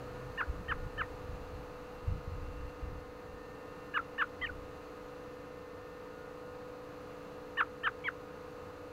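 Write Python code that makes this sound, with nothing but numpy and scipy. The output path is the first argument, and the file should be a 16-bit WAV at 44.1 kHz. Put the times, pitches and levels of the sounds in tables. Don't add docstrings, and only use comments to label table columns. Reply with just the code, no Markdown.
import sys
import numpy as np
from scipy import signal
from scipy.fft import rfft
from scipy.io import wavfile
from scipy.ndimage import uniform_filter1d

SR = 44100
rng = np.random.default_rng(int(sys.argv[2]) if len(sys.argv) > 2 else 0)


def persist_wave(psi):
    counts = np.round(np.clip(psi, -1, 1) * 32767).astype(np.int16)
    wavfile.write(sys.argv[1], SR, np.atleast_2d(counts).T)


N = 393372
TIME = np.arange(N) / SR

# [start t/s;
#   low side: length t/s, attack t/s, top f/Hz, last f/Hz, level/dB;
#   high side: length t/s, top f/Hz, level/dB, time to plunge t/s, f/Hz after plunge, closing flick f/Hz]
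CHIRPS = [(.3742, .0456, .005, 1857, 970, -32.8, 0.073, 3020, -38, .0406, 1330, 650),
          (.6805, 0.049, .008, 1880, 992, -32.9, 0.056, 3260, -38.5, 0.041, 1426, 32),
          (.9758, 0.047, .008, 1824, 1090, -33.6, 0.073, 3214, -39, .0418, 1750, 100),
          (3.9374, 0.044, .007, 1762, 1020, -31.5, 0.071, 3065, -35.2, 0.043, 1265, 120),
          (4.1789, 0.052, .009, 1835, 1050, -28.8, 0.071, 3090, -35.9, 0.043, 1370, 80),
          (4.4116, .0452, .01, 2075, 1830, -29.4, .0678, 3337, -36.5, .0635, 1520, -100),
          (7.5702, .0477, .01, 1877, 950, -27.3, .0665, 3114, -33.5, .0425, 1290, -80),
          (7.8324, .0496, .009, 1841, 1025, -29.6, .0602, 3296, -33.5, .0443, 1143, 272),
          (8.0378, .0542, .017, 2340, 1220, -28.6, 0.049, 3454, -40.5, 0.048, 1410, -400)]
# [start t/s, length t/s, first f/Hz, last f/Hz, level/dB]
PEEPS = [(4.489, .0175, 1850, 1440, -41.5)]
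# [f/Hz, relative level/dB]
AIR_NOISE_SPECTRUM = [(1000, -22), (1800, 14), (2800, 8), (3700, 14), (4600, 0), (7000, -6), (10000, -4),
                      (11200, -1), (12400, -2), (13500, -3), (16000, -22)]
# [delay t/s, level/dB]
DECK_REFLECTIONS = [(.0031, -28), (.0074, -31), (.017, -18)]
# [start t/s, length t/s, level/dB, small fast eddies relative to it, level/dB]
GUSTS = [(0.47, .145, -42.5, -7), (0.677, 0.19, -43, -9), (.94, .09, -45.5, -11),
         (1.118, 0.034, -46.5, -12), (1.197, 0.24, -50, -12), (1.284, 0.079, -44, -6),
         (1.52, 0.071, -47, -12), (2.018, .05, -46, -6), (2.068, .11, -39.5, -5), (2.263, .13, -44, -9),
         (2.4, .26, -45, -17), (2.812, .2, -45, -11), (3.27, .08, -53, -16), (4.391, 0.27, -52, -22)]
# [t/s, level/dB]
LIGHT_WIND = [(0, -53), (1.5, -53), (1.85, -55.5), (2.3, -53), (3.2, -58), (4.1, -61.5), (4.7, -57),
              (5.4, -62), (8.92, -62)]
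# [f/Hz, relative level/dB]
BUFFET_SPECTRUM = [(12, -10), (25, -1), (50, -1), (80, -1), (130, -15.5), (190, -25), (300, -27.5),
                   (600, -53), (2000, -92)]
# [t/s, level/dB ahead of the thump trim, f/Hz]
THUMPS = [(.501, -24.5, 62), (1.353, -37, 100), (2.083, -28, 72.4), (2.124, -29.5, 95), (2.164, -31.5, 62),
          (2.279, -31, 91), (2.43, -34, 55), (2.836, -31.5, 56.05), (4.43, -44, 45), (4.521, -40, 54.6)]
# [f/Hz, rms level/dB ahead of swell and waver]
MOTOR_TONES = [(290, -59.5), (307.4, -64), (439.9, -59), (469.6, -59), (498.1, -52), (555, -64.5),
               (747, -70.5), (939, -72.5), (998, -75.5), (1053, -67.5), (1185, -72.5), (1245, -63),
               (1437, -68.5), (1614, -77.5), (1690, -82), (2546, -84), (2676, -85), (2741, -80),
               (3736, -86), (4101, -84.5)]
# [t/s, level change/dB]
FAN_SWELL = [(0, 0), (.8, 0), (1.6, -1), (2.3, -2.5), (3.0, -0.5), (3.7, .5), (5.5, -.5), (7.5, 0.5),
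             (8.92, 0)]
# [f/Hz, relative level/dB]
CASING_SPECTRUM = [(500, -8.5), (1200, 4), (2200, -8), (2700, -1), (3200, -11.5), (4200, -13), (5200, -15),
                   (6100, -15), (7500, -26)]
# [f/Hz, relative level/dB]
GARDEN_SPECTRUM = [(30, -30), (90, 3), (150, 4), (300, 0), (700, -1), (1250, -3.5), (1800, -10),
                   (2250, -14.5), (2800, -15), (3300, -24.5), (4300, -17.5), (5400, -28), (6200, -24.5),
                   (8500, -32.5), (15500, -34)]
# [t/s, level change/dB]
BREEZE = [(0, 2.5), (1.3, 1), (2.4, 1.5), (3.5, 0), (5.5, 0), (7, 0.36), (8.92, 0)]
# [t/s, f/Hz, level/dB, both ahead of flutter and wobble]
DRONE = [(0, 126.4, -50), (.27, 125, -48.5), (.4, 120, -86), (7.2, 88, -88), (7.6, 88.2, -60.5),
         (8.4, 90.4, -63), (8.92, 90.1, -55)]
# [start t/s, length t/s, f/Hz, rms level/dB ahead of flutter]
STRAY_TONES = [(0, 1.35, 1802, -67.5), (2.5, 4.2, 1802, -68), (1.7, 4.65, 2051, -75.5),
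               (1.8, 2.3, 2740, -73.5), (0, 1.0, 1440, -66), (5.8, .75, 1440, -67)]

HIGH_ATTACK_S, HIGH_RELEASE_S = 0.0036, 0.0088


def robin(low_db=0.26, high_db=2.0, difference_db=3, knee_db=-39, octave_db=1, sum_db=12,
          rasp_db=-36, beak_hz=3750, throat_hz=900):
    low = whistle([low_note(*row[:6]) for row in CHIRPS])
    high_notes = [high_note(row[0], *row[6:]) for row in CHIRPS]
    high = whistle(high_notes + [peep_note(*row) for row in PEEPS])

    saturation = np.sqrt(abs(low) ** 2 + undb(knee_db) ** 2 / 4)
    coupled = high * np.conj(low) / saturation
    difference = undb(difference_db) * band(coupled.real, throat_hz, 4200, order=6)

    octave = undb(octave_db) * low ** 2
    sum_tone = undb(sum_db) * low * high
    overtones = band((octave + sum_tone).real, 1600, beak_hz, order=6)

    breath = uniform_filter1d(abs(low), int(.012 * SR))
    rasp = undb(rasp_db) * breath * colour(noise(), AIR_NOISE_SPECTRUM)
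    return undb(low_db) * low.real + undb(high_db) * high.real + difference + overtones + rasp


def whistle(notes, shimmer_db=0.45, jitter=.003):
    hz, size = np.zeros(N), np.zeros(N)
    for start_s, pitch, strength in notes:
        span = int(start_s * SR) + np.arange(len(pitch))
        hz[span] = pitch
        size[span] = strength * throat(pitch)
    level = size * undb(shimmer_db * walk(500))
    turns = np.cumsum(hz * (1 + jitter * walk(400))) / SR
    return level * np.exp(2j * np.pi * turns)


def low_note(start_s, length_s, attack_s, top_hz, last_hz, db,
             scoop=.307, scoop_s=.0024, sag=.179, drop_power=5.5, release_s=.0048):
    t = TIME[TIME < length_s]
    done = t / length_s
    arch = top_hz * (1 - scoop * np.exp(-t / scoop_s) - sag * done ** 2)
    hz = arch + (last_hz - arch) * done ** drop_power
    return start_s, hz, undb(db) * envelope(t, length_s, attack_s, release_s)


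def high_note(start_s, length_s, top_hz, db, plunge_at_s, trough_hz, flick_hz,
              scoop=.416, scoop_s=.004, sag_per_s=2.07, plunge_s=.0052, flick_s=0.01996,
              swell_db_per_s=74, fade_db_per_s=300):
    t = TIME[TIME < length_s]
    late = t - plunge_at_s
    arch = top_hz * (1 - scoop * np.exp(-t / scoop_s) - sag_per_s * t)
    hz = trough_hz + (arch - trough_hz) / (1 + np.exp(late / plunge_s))
    hz = hz + flick_hz * np.clip(1 - (length_s - t) / flick_s, 0, 1) ** 2
    effort_db = np.minimum(swell_db_per_s * late, -fade_db_per_s * late)
    return start_s, hz, undb(db + effort_db) * envelope(t, length_s, HIGH_ATTACK_S, HIGH_RELEASE_S)


def peep_note(start_s, length_s, first_hz, last_hz, db, settle_s=.003):
    t = TIME[TIME < length_s]
    hz = last_hz + (first_hz - last_hz) * np.exp(-t / settle_s)
    return start_s, hz, undb(db) * envelope(t, length_s, HIGH_ATTACK_S, HIGH_RELEASE_S)


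def throat(hz, centre_hz=1342, width_oct=0.23, peak_db=6, tilt_db_per_oct=-6):
    octaves = np.log2(np.maximum(hz, 1) / centre_hz)
    return undb(tilt_db_per_oct * octaves + peak_db / (1 + (octaves / width_oct) ** 2))


def envelope(t, length_s, attack_s, release_s):
    build_up = 1 - np.exp(-t / attack_s)
    return build_up * np.sin(np.pi / 2 * np.clip((length_s - t) / release_s, 0, 1))


def deck(x, t60_s=0.18, scatter_db=-25):
    t = TIME[:SR // 2]
    tail = rng.standard_normal(len(t)) * undb(-60 * t / t60_s)
    response = undb(scatter_db) * tail / np.linalg.norm(tail)
    for delay_s, db in DECK_REFLECTIONS:
        response[int(delay_s * SR)] += undb(db)
    return x + signal.fftconvolve(x, response)[:N]


def wind(attack_s=0.014, release_s=0.021, eddy_s=0.045, calm_small_db=-17, uneven_db=1.6):
    large = undb(curve(LIGHT_WIND, 1)) ** 2
    small = large * undb(calm_small_db) ** 2
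    for start_s, length_s, db, small_db in GUSTS:
        t = TIME - start_s
        rise = np.clip(t / attack_s, 0, 1)
        force = undb(db) * rise * np.exp(-np.maximum(t - length_s, 0) / release_s)
        large = large + force ** 2
        small = small + (force * undb(small_db)) ** 2
    eddies = colour(noise(), BUFFET_SPECTRUM)
    eddies = eddies / np.sqrt(uniform_filter1d(eddies ** 2, int(eddy_s * SR)))
    flutter = unit(band(noise(), 79, 164.5, order=3))
    return undb(uneven_db * walk(30)) * (np.sqrt(large) * eddies + np.sqrt(small) * flutter)


def thumps(trim_db=-1, cycles=0.54):
    out = np.zeros(N)
    for (hit_s, db, hz), turn in zip(THUMPS, rng.random(len(THUMPS))):
        phase = (TIME - hit_s) * hz
        pulse = np.exp(-(phase / cycles) ** 2) * np.cos(2 * np.pi * (phase + turn))
        out += undb(db + trim_db) * pulse
    return out


def air_conditioner(waver_db=1.0, drift_hz=0.35, fan_top_hz=600, compressor_hz=58.14,
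                    buzz_db=-64, buzz_waver_db=1.3):
    hum, swell_db = 0, curve(FAN_SWELL, 1)
    for hz, db in MOTOR_TONES:
        turns = np.cumsum(hz + drift_hz * walk(4)) / SR + rng.random()
        level_db = db + waver_db * walk(2.983) + swell_db * (hz < fan_top_hz)
        hum = hum + np.sqrt(2) * undb(level_db) * np.sin(2 * np.pi * turns)
    strokes = np.cumsum(compressor_hz * (1 + 0.000301 * walk(2))) / SR
    rattle = rng.standard_normal(int(SR / compressor_hz))
    shaking = np.interp(strokes % 1, np.linspace(0, 1, len(rattle)), rattle)
    buzz = colour(shaking, CASING_SPECTRUM)
    return hum + undb(buzz_db + buzz_waver_db * walk(2.04)) * buzz


def garden(air_db=-53, swell_db=0.58):
    level_db = air_db + curve(BREEZE, 1) + swell_db * walk(2.03)
    return colour(noise(), GARDEN_SPECTRUM) * undb(level_db)


def drone(flutter_db=2, wobble_hz=3):
    turns = np.cumsum(curve(DRONE, 1) + wobble_hz * walk(20)) / SR
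    return undb(curve(DRONE, 2) + flutter_db * walk(22)) * np.sin(2 * np.pi * turns)


def stray_tones(fade_s=0.077, flutter_db=1.5):
    out = np.zeros(N)
    for start_s, length_s, hz, db in STRAY_TONES:
        gate = envelope(np.maximum(TIME - start_s, 0), length_s, fade_s, fade_s)
        level = np.sqrt(2) * undb(db + flutter_db * walk(8))
        out += gate * level * np.sin(2 * np.pi * hz * TIME)
    return out


def whine(centre_hz=13120, split_hz=40, whine_db=-91.0, fuzz_db=-89):
    pair = 2 * np.sin(2 * np.pi * centre_hz * TIME) * np.cos(2 * np.pi * split_hz * TIME)
    fuzz = unit(band(noise(), centre_hz - 130, centre_hz + 130, order=1))
    return undb(whine_db) * pair + undb(fuzz_db) * fuzz


def undb(db):
    return 10 ** (np.asarray(db) / 20)


def unit(x):
    return x / np.sqrt(np.mean(x ** 2))


def curve(table, column):
    rows = np.array(table)
    return np.interp(TIME, np.sort(rows[:, 0]), rows[:, column])


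def colour(x, points):
    hz, db = np.transpose(points)
    bins_hz = np.maximum(np.arange(N // 2 + 1) * SR / N, 1)
    gain = undb(np.interp(np.log(bins_hz), np.log(np.sort(hz)), db))
    return unit(np.fft.irfft(rfft(x) * gain, N))


def band(x, low_hz, high_hz, order=2):
    edges_hz = [low_hz, min(high_hz, SR / 2 - 1)]
    return signal.sosfilt(signal.butter(order, edges_hz, "band", fs=SR, output="sos"), x)


def noise():
    return rng.standard_normal(N)


def walk(rate):
    hold = int(SR / rate)
    steps = np.repeat(rng.standard_normal(N // hold + 1), hold)
    return unit(uniform_filter1d(uniform_filter1d(steps, hold), hold)[:N])


def scene():
    near = deck(robin()) + wind() + thumps()
    return (near + air_conditioner() + garden() + drone() + stray_tones() + whine())[None]


def record(dry, top_hz=15700):
    low_pass = signal.ellip(10, .1, 70, top_hz, fs=SR, output="sos")
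    return signal.sosfilt(low_pass, dry)


dry = scene()
out = record(dry)
persist_wave(out)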